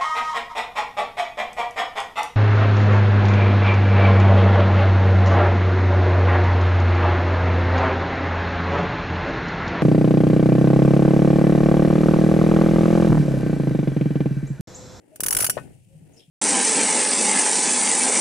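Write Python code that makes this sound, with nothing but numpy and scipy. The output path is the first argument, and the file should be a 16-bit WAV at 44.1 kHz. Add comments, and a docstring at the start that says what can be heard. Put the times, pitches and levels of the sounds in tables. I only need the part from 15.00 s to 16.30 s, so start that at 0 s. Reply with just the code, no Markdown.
"""Up close to a round metal housing, a hand gives the spring mechanism inside one quick turn.
At each ratchet tooth the pawl knocks dully, then snaps down and sets the steel ringing;
as the spring tightens, the snaps darken and their clack and ring grow.
The spring settles back with a low double thud that rings the housing.
Underneath, the hand rubs, bumps and squeaks on the metal."""
import sys
import numpy as np
from scipy import signal
from scipy.fft import rfft, irfft
from scipy.io import wavfile
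from scipy.ndimage import uniform_filter1d

SR = 44100
rng = np.random.default_rng(int(sys.argv[2]) if len(sys.argv) > 2 else 0)


def materialize(psi):
    """Save the field psi as 16-bit PCM at rate SR to the path in sys.argv[1].

    A 1-D psi becomes a single channel; in a 2-D psi each row is a channel.
    """
    bounded = np.clip(np.atleast_2d(psi).T, -1, 1)
    quanta = np.round(bounded * 32767).astype(np.int16)
    wavfile.write(sys.argv[1], SR, quanta)


N = 57330

# Fader moves for the three bands of hand rub: time_s, bass_db, middle_db, treble_db
RUB_LEVELS = [(0, -66, -59.5, -75), (.18, -64.5, -57, -65), (0.558, -47, -46, -48.5),
              (0.675, -46, -48.5, -63), (0.848, -55.5, -71, -67.5), (0.913, -52, -65.5, -67),
              (1.101, -53, -56, -68), (1.178, -60, -55.5, -61.5), (1.3, -67, -75.5, -71.5)]
# EQ of each rub band: freq_hz, gain_db
RUB_BASS_EQ = [(20, -14), (130, 9.5), (180, 7), (280, -20), (600, -56)]
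RUB_MIDDLE_EQ = [(100, -15.5), (260, 8.5), (520, 0.5), (800, -4.5), (1100, -22.5), (2000, -14.5),
                 (4000, -36.5)]
RUB_TREBLE_EQ = [(1000, -29.5), (2700, 5.5), (3600, -6.5), (6200, -4.5), (9000, 4), (15500, -15.5)]
# Soft bumps of the hand on the housing: start_s, level_db
HAND_BUMPS = [(0.531, -48), (0.64, -57), (0.95, -41.5), (1.018, -38.5), (1.278, -45.5)]
# Squeaks of skin on metal: start_s, length_s, level_db, pitch_hz
SKIN_SQUEAKS = [(0.113, 0.055, -48.5, 628), (0.888, 0.09, -58.5, 540), (1.156, 0.068, -57, 460)]
# Catches of a sliding finger, each rubbing a resonance: start_s, level_db, centre_hz, width_hz
FINGER_SLIDES = [(1.125, -65, 6700, 1400), (1.161, -59, 5300, 900), (1.19, -59.5, 3300, 1000)]

# Blows of the settling spring: start_s, level_db, attack_s, tilt_db_per_octave, pan_left_db
SPRING_BLOWS = [(.5680, -13, 0.00279, -24.5, 12), (.5763, -28.5, 0.0004, 1, 10.5)]
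# Modes of the housing, lowest first: pitch_hz, level_db, t60_s
HOUSING_MODES = [(125.4, -23, 0.4), (484, -6, 0.035), (606.5, -2, 0.05), (861, -19, 0.091),
                 (1065, -6, 0.05), (1497, -13.5, 0.18), (1824, -5.5, 0.08), (2532, -16, 0.14)]
# EQ of the scuff on each blow: freq_hz, gain_db
SCUFF_EQ = [(1100, 19.5), (4000, -4.5), (16000, -36)]

# One cue per ratchet tooth: snap_start_s, snap_db, snap_fade_s, knock_db
RATCHET_TEETH = [(0.1582, -39, 0.0047, -70), (0.204, -19.5, 0.0045, -26.5), (0.2331, -18.5, 0.0079, -25.5),
                 (0.2617, -15.5, 0.0049, -26), (.2830, -16.5, 0.0037, -27.5),
                 (0.3069, -16.5, 0.0045, -27.5), (0.3248, -17, 0.0089, -26), (0.3482, -17.5, 0.0044, -25),
                 (0.3656, -15, 0.009, -23.5), (0.3855, -16.5, 0.01, -27.5), (0.4, -16.5, 0.024, -23),
                 (0.421, -19.5, 0.012, -24.5), (0.4429, -13.5, 0.0068, -23), (0.4646, -19, 0.0046, -34.5),
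                 (0.4959, -16, 0.0059, -24)]
# Bounces of the pawl: start_s, level_db
PAWL_BOUNCES = [(0.3125, -19.5), (0.411, -14.5), (0.4545, -25.5)]
# EQ of the bright snap and of the clack beneath it: freq_hz, gain_db
SNAP_EQ = [(3500, -17.5), (4600, -11.5), (5700, -8), (6500, -5), (7200, -7.5), (8150, -11), (8700, -3),
           (9700, -1.5), (11200, -3.5), (12150, -14), (12800, -12), (14000, -6), (15400, -8), (16500, -44)]
CLACK_EQ = [(100, -11.5), (600, -9.5), (1400, 0), (2800, -3.5), (3500, -9.5), (6000, -27)]
# Stereo image of snap and clack: freq_hz, pan_left_db
SNAP_IMAGE = [(1400, 2), (3000, 1.5), (7000, 2), (11500, -2), (15000, 5.5)]
# Modes of the ringing steel: pitch_hz, level_db, t60_s
STEEL_MODES = [(1484, -7, .16), (2945, -4, .12), (4775, -9, .22), (5630, -4, .14), (5728, -3, .18),
               (7294, -5, .14), (7860, -9, .2), (8796, 0, .16), (9394, 3, .1), (9720, 3, .09),
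               (9921, 1, .11), (10207, -3, .13), (11057, 1, .08), (12950, -7, .13)]


def amp(db):
    """Decibels to linear gain."""
    return 10 ** (np.asarray(db) / 20)


def unit_rms(x):
    """A signal scaled to an rms of 1."""
    return x / np.sqrt(np.mean(x ** 2) + 1e-20)


def curve_at(points, hz):
    """An EQ or pan curve, joined by straight lines over log frequency."""
    freqs, values = np.transpose(points)
    return np.interp(np.log(hz + 1), np.log(freqs + 1), values)


def pan(left_db):
    """Constant-power stereo gains, the left channel left_db above the right."""
    half_db = np.atleast_1d(left_db) / 2
    gains = amp([half_db, -half_db])
    return gains / np.sqrt(np.mean(gains ** 2, 0))


def add(mix, start_s, sound):
    """Drop a sound into the mix at its cue."""
    part = mix[:, round(start_s * SR):][:, :sound.shape[-1]]
    part += sound[..., :part.shape[1]]


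def noise(eq, size, image=None, correlation=0.18):
    """Wide, coloured stereo noise of rms 1."""
    left, other = rng.standard_normal((2, size))
    right = correlation * left + np.sqrt(1 - correlation ** 2) * other
    hz = np.fft.rfftfreq(size, 1 / SR)
    spectrum = rfft([left, right]) * amp(curve_at(eq, hz))
    if image:
        spectrum *= pan(curve_at(image, hz))
    return unit_rms(irfft(spectrum, size))


def wander(samples):
    """Random modulation of rms 1, smoothed over the given span."""
    return unit_rms(uniform_filter1d(uniform_filter1d(rng.standard_normal(N), samples), samples))


def burst(t, attack_s, hold_s, fade_s):
    """Linear attack, hold and exponential release."""
    return np.minimum(t / attack_s, 1) * np.exp(-np.maximum(t - attack_s - hold_s, 0) / fade_s)


def decay(t, t60_s):
    """The tail of a freely ringing mode."""
    return np.exp(-np.log(1000) * t / t60_s)


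def grain(depth_db=1.5):
    """A fast level flicker that roughens the rubbing."""
    return unit_rms(amp(depth_db * wander(samples=160)))


def hand():
    """Skin on the housing: a bed of grainy rub with soft bumps, squeaks and a sliding finger."""
    out, t = np.zeros((2, N)), np.arange(N) / SR
    times_s, *faders_db = np.transpose(RUB_LEVELS)
    for eq, fader_db in zip((RUB_BASS_EQ, RUB_MIDDLE_EQ, RUB_TREBLE_EQ), faders_db):
        out += noise(eq, N) * amp(np.interp(t, times_s, fader_db)) * grain()
    bump_hz, squeak_wobble = 154.7, 0.026
    bump = burst(t, attack_s=0.0057, hold_s=0, fade_s=0.036) * np.sin(2 * np.pi * bump_hz * t)
    for start_s, level_db in HAND_BUMPS:
        add(out, start_s, amp(level_db) * bump)
    for start_s, length_s, level_db, pitch_hz in SKIN_SQUEAKS:
        size = int(length_s * SR)
        cycles = np.cumsum(pitch_hz * (1 + squeak_wobble * wander(samples=150)[:size])) / SR
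        add(out, start_s, amp(level_db) * np.hanning(size) ** 0.5 * np.sin(2 * np.pi * cycles))
    stroke = burst(t, attack_s=0.006, hold_s=0.035, fade_s=0.025)
    for start_s, level_db, centre_hz, width_hz in FINGER_SLIDES:
        resonance = [(centre_hz + step * width_hz, -20 * abs(step)) for step in range(-2, 3)]
        add(out, start_s, amp(level_db) * stroke * noise(resonance, N) * grain())
    return out * pan(left_db=3.5)


def spring_thud():
    """The spring settles: a deep, soft blow and a lighter, harder one ring the housing."""
    out, t = np.zeros((2, N)), np.arange(SR // 3) / SR
    scuff_db, scuff_fade_s, low_cut_hz = 2, 0.011, 89  # the blows carry little below the cut
    strongest_hz = max(HOUSING_MODES, key=lambda mode: mode[1])[0]
    for start_s, level_db, attack_s, tilt, left_db in SPRING_BLOWS:
        body = 0
        for hz, mode_db, t60_s in HOUSING_MODES:
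            octaves_above = max(np.log2(hz / strongest_hz), 0)
            tone = np.cos(2 * np.pi * hz * (t - attack_s))
            body += amp(mode_db + tilt * octaves_above) * decay(t, t60_s) * tone
        scuff = amp(scuff_db + tilt) * noise(SCUFF_EQ, len(t)) * np.exp(-t / scuff_fade_s)
        onset = np.minimum(t / attack_s, 1) ** 2
        add(out, start_s, amp(level_db) * pan(left_db) * onset * (body + scuff))
    return signal.sosfilt(signal.butter(2, low_cut_hz, "highpass", fs=SR, output="sos"), out)


def pawl_knocks(lead_s):
    """Ahead of each snap, a dead knock with a low push stirs the housing's lowest mode."""
    out, t = np.zeros((2, N)), np.arange(SR // 4) / SR
    knock_hz, knock_s, push_hz, push_s = 480, 0.0006, 94, 0.0026
    knock_shape = (t / knock_s / 2) ** 2 * np.exp(2 - t / knock_s)
    push_shape = amp(db=-11.5) * t / push_s * np.exp(1 - t / push_s)
    boom = amp(db=-13.5) * decay(t, t60_s=0.13) * np.sin(2 * np.pi * HOUSING_MODES[0][0] * t)
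    for snap_start_s, _, _, knock_db in RATCHET_TEETH:
        scattered_hz = knock_hz * np.exp(0.4 * rng.standard_normal((2, 1)))
        knock = knock_shape * np.sin(2 * np.pi * scattered_hz * (t - knock_s))
        push_phase = rng.random() + 0.5 * rng.random((2, 1))
        push = push_shape * np.sin(2 * np.pi * (push_hz * t + push_phase))
        hit = pan(left_db=8) * (knock + rng.choice([-1, 1]) * boom) + push
        add(out, snap_start_s - lead_s, amp(knock_db) * hit)
    return out


def steel_resonance(dry):
    """Crowded steel resonances: peaks at the modes and fine random notches in the treble."""
    ripple_depth_db, ripple_spacing_hz, ripple_full_hz = 9, 85, 8000
    peak_db, half_width_hz = 7, 45
    hz = np.fft.rfftfreq(4096, 1 / SR)
    ripple = np.interp(hz / ripple_spacing_hz, np.arange(1000), rng.standard_normal(1000))
    ripple_db = ripple_depth_db * np.clip(ripple, -2, 0.5) * np.minimum(hz / ripple_full_hz, 1) ** 2
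    peaks = np.max([1 / (1 + ((hz - mode[0]) / half_width_hz) ** 2) for mode in STEEL_MODES], axis=0)
    log_gain = np.log(unit_rms(amp(ripple_db + peak_db * peaks)))
    # Minimum phase keeps all the ringing behind the transient.
    mirrored = np.r_[log_gain, log_gain[-2:0:-1]]
    impulse = np.fft.ifft(np.exp(np.conj(signal.hilbert(mirrored)))).real
    return signal.fftconvolve(dry, impulse[None, :len(hz)], axes=1)[:, :N]


def steel_ring(t, modes, spread_db=2.5):
    """The thin ring of struck steel, its modes balanced afresh on every hit."""
    return sum(amp(level_db + spread_db * rng.standard_normal()) * decay(t, t60_s)
               * np.sin(2 * np.pi * (hz * t + rng.random((2, 1)))) for hz, level_db, t60_s in modes)


def pawl_snap(size, wound_s, spread_db=3):
    """Bright chatter over a lower clack: the tighter the spring, the darker and clackier."""
    tilt_db_per_octave, clack_db = 3 - 7.4 * wound_s, -13 + 10 * wound_s
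    hz = np.arange(1000, 18000, 200)
    eq_db = curve_at(SNAP_EQ, hz) + tilt_db_per_octave * np.log2(hz / 10000)
    eq_db += spread_db * rng.standard_normal(len(hz))
    chatter = noise(list(zip(hz, eq_db)), size, SNAP_IMAGE)
    return chatter + amp(clack_db) * noise(CLACK_EQ, size, SNAP_IMAGE)


def ratchet(knock_lead_s):
    """The pawl snaps down tooth by tooth, bouncing now and then and ringing the steel and coil."""
    chatter, ring, t = np.zeros((2, N)), np.zeros((2, N)), np.arange(SR // 4) / SR
    ring_db, ring_growth_db_per_s = -21.5, 17.5  # the ring grows with the tension
    damp_db, damp_s = -7.5, 0.0081  # the pawl damps the tail as it rides the next tooth
    coil_hz, coil_t60_s = rng.uniform(4500, 15000, size=36), 0.16  # faint high modes of the coil
    coil_db = curve_at(SNAP_EQ, coil_hz) - 1.5 - 10 * np.log10(len(coil_hz) / 2)
    modes = list(STEEL_MODES) + [(hz, db, coil_t60_s) for hz, db in zip(coil_hz, coil_db)]
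    starts_s = [tooth[0] for tooth in RATCHET_TEETH]
    next_knocks_s = [start_s - knock_lead_s for start_s in starts_s[1:]] + [np.inf]
    for (start_s, snap_db, fade_s, _), next_knock_s in zip(RATCHET_TEETH, next_knocks_s):
        wound_s = start_s - starts_s[0]
        attack_s = 0.28 * fade_s  # a longer chatter also builds more slowly
        damping = np.clip((start_s + t - next_knock_s) / damp_s + 1, 0, 1)
        gain = amp(snap_db + damp_db * damping)
        snap = pawl_snap(len(t), wound_s) * burst(t, attack_s, hold_s=0.0016, fade_s=fade_s)
        steel = amp(ring_db + ring_growth_db_per_s * wound_s) * steel_ring(t, modes)
        add(chatter, start_s, gain * snap)
        add(ring, start_s, gain * steel * np.minimum(t / attack_s, 1))
    bounce_shape = burst(t, attack_s=0.0003, hold_s=0, fade_s=0.0011)
    for start_s, level_db in PAWL_BOUNCES:
        add(chatter, start_s, amp(level_db) * noise(SNAP_EQ, len(t), SNAP_IMAGE) * bounce_shape)
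    # A taut spring resonates more, so the chatter crossfades into the steel's colour.
    tension = np.interp(np.arange(N) / SR, [starts_s[0], starts_s[-1]], [0, 1]) ** 0.5
    return (1 - tension) * chatter + steel_resonance(tension * chatter) + ring


def scene():
    """The mechanism and the hand, both close and dry."""
    knock_lead_s = 0.0062
    return ratchet(knock_lead_s) + pawl_knocks(knock_lead_s) + spring_thud() + hand()


def record(dry):
    """A steep low-pass trims the very top of the mix."""
    low_pass = signal.firwin(255, cutoff=15900, window=("kaiser", 8), fs=SR)
    return signal.oaconvolve(dry, low_pass[None], "same")


dry = scene()
out = record(dry)
materialize(out)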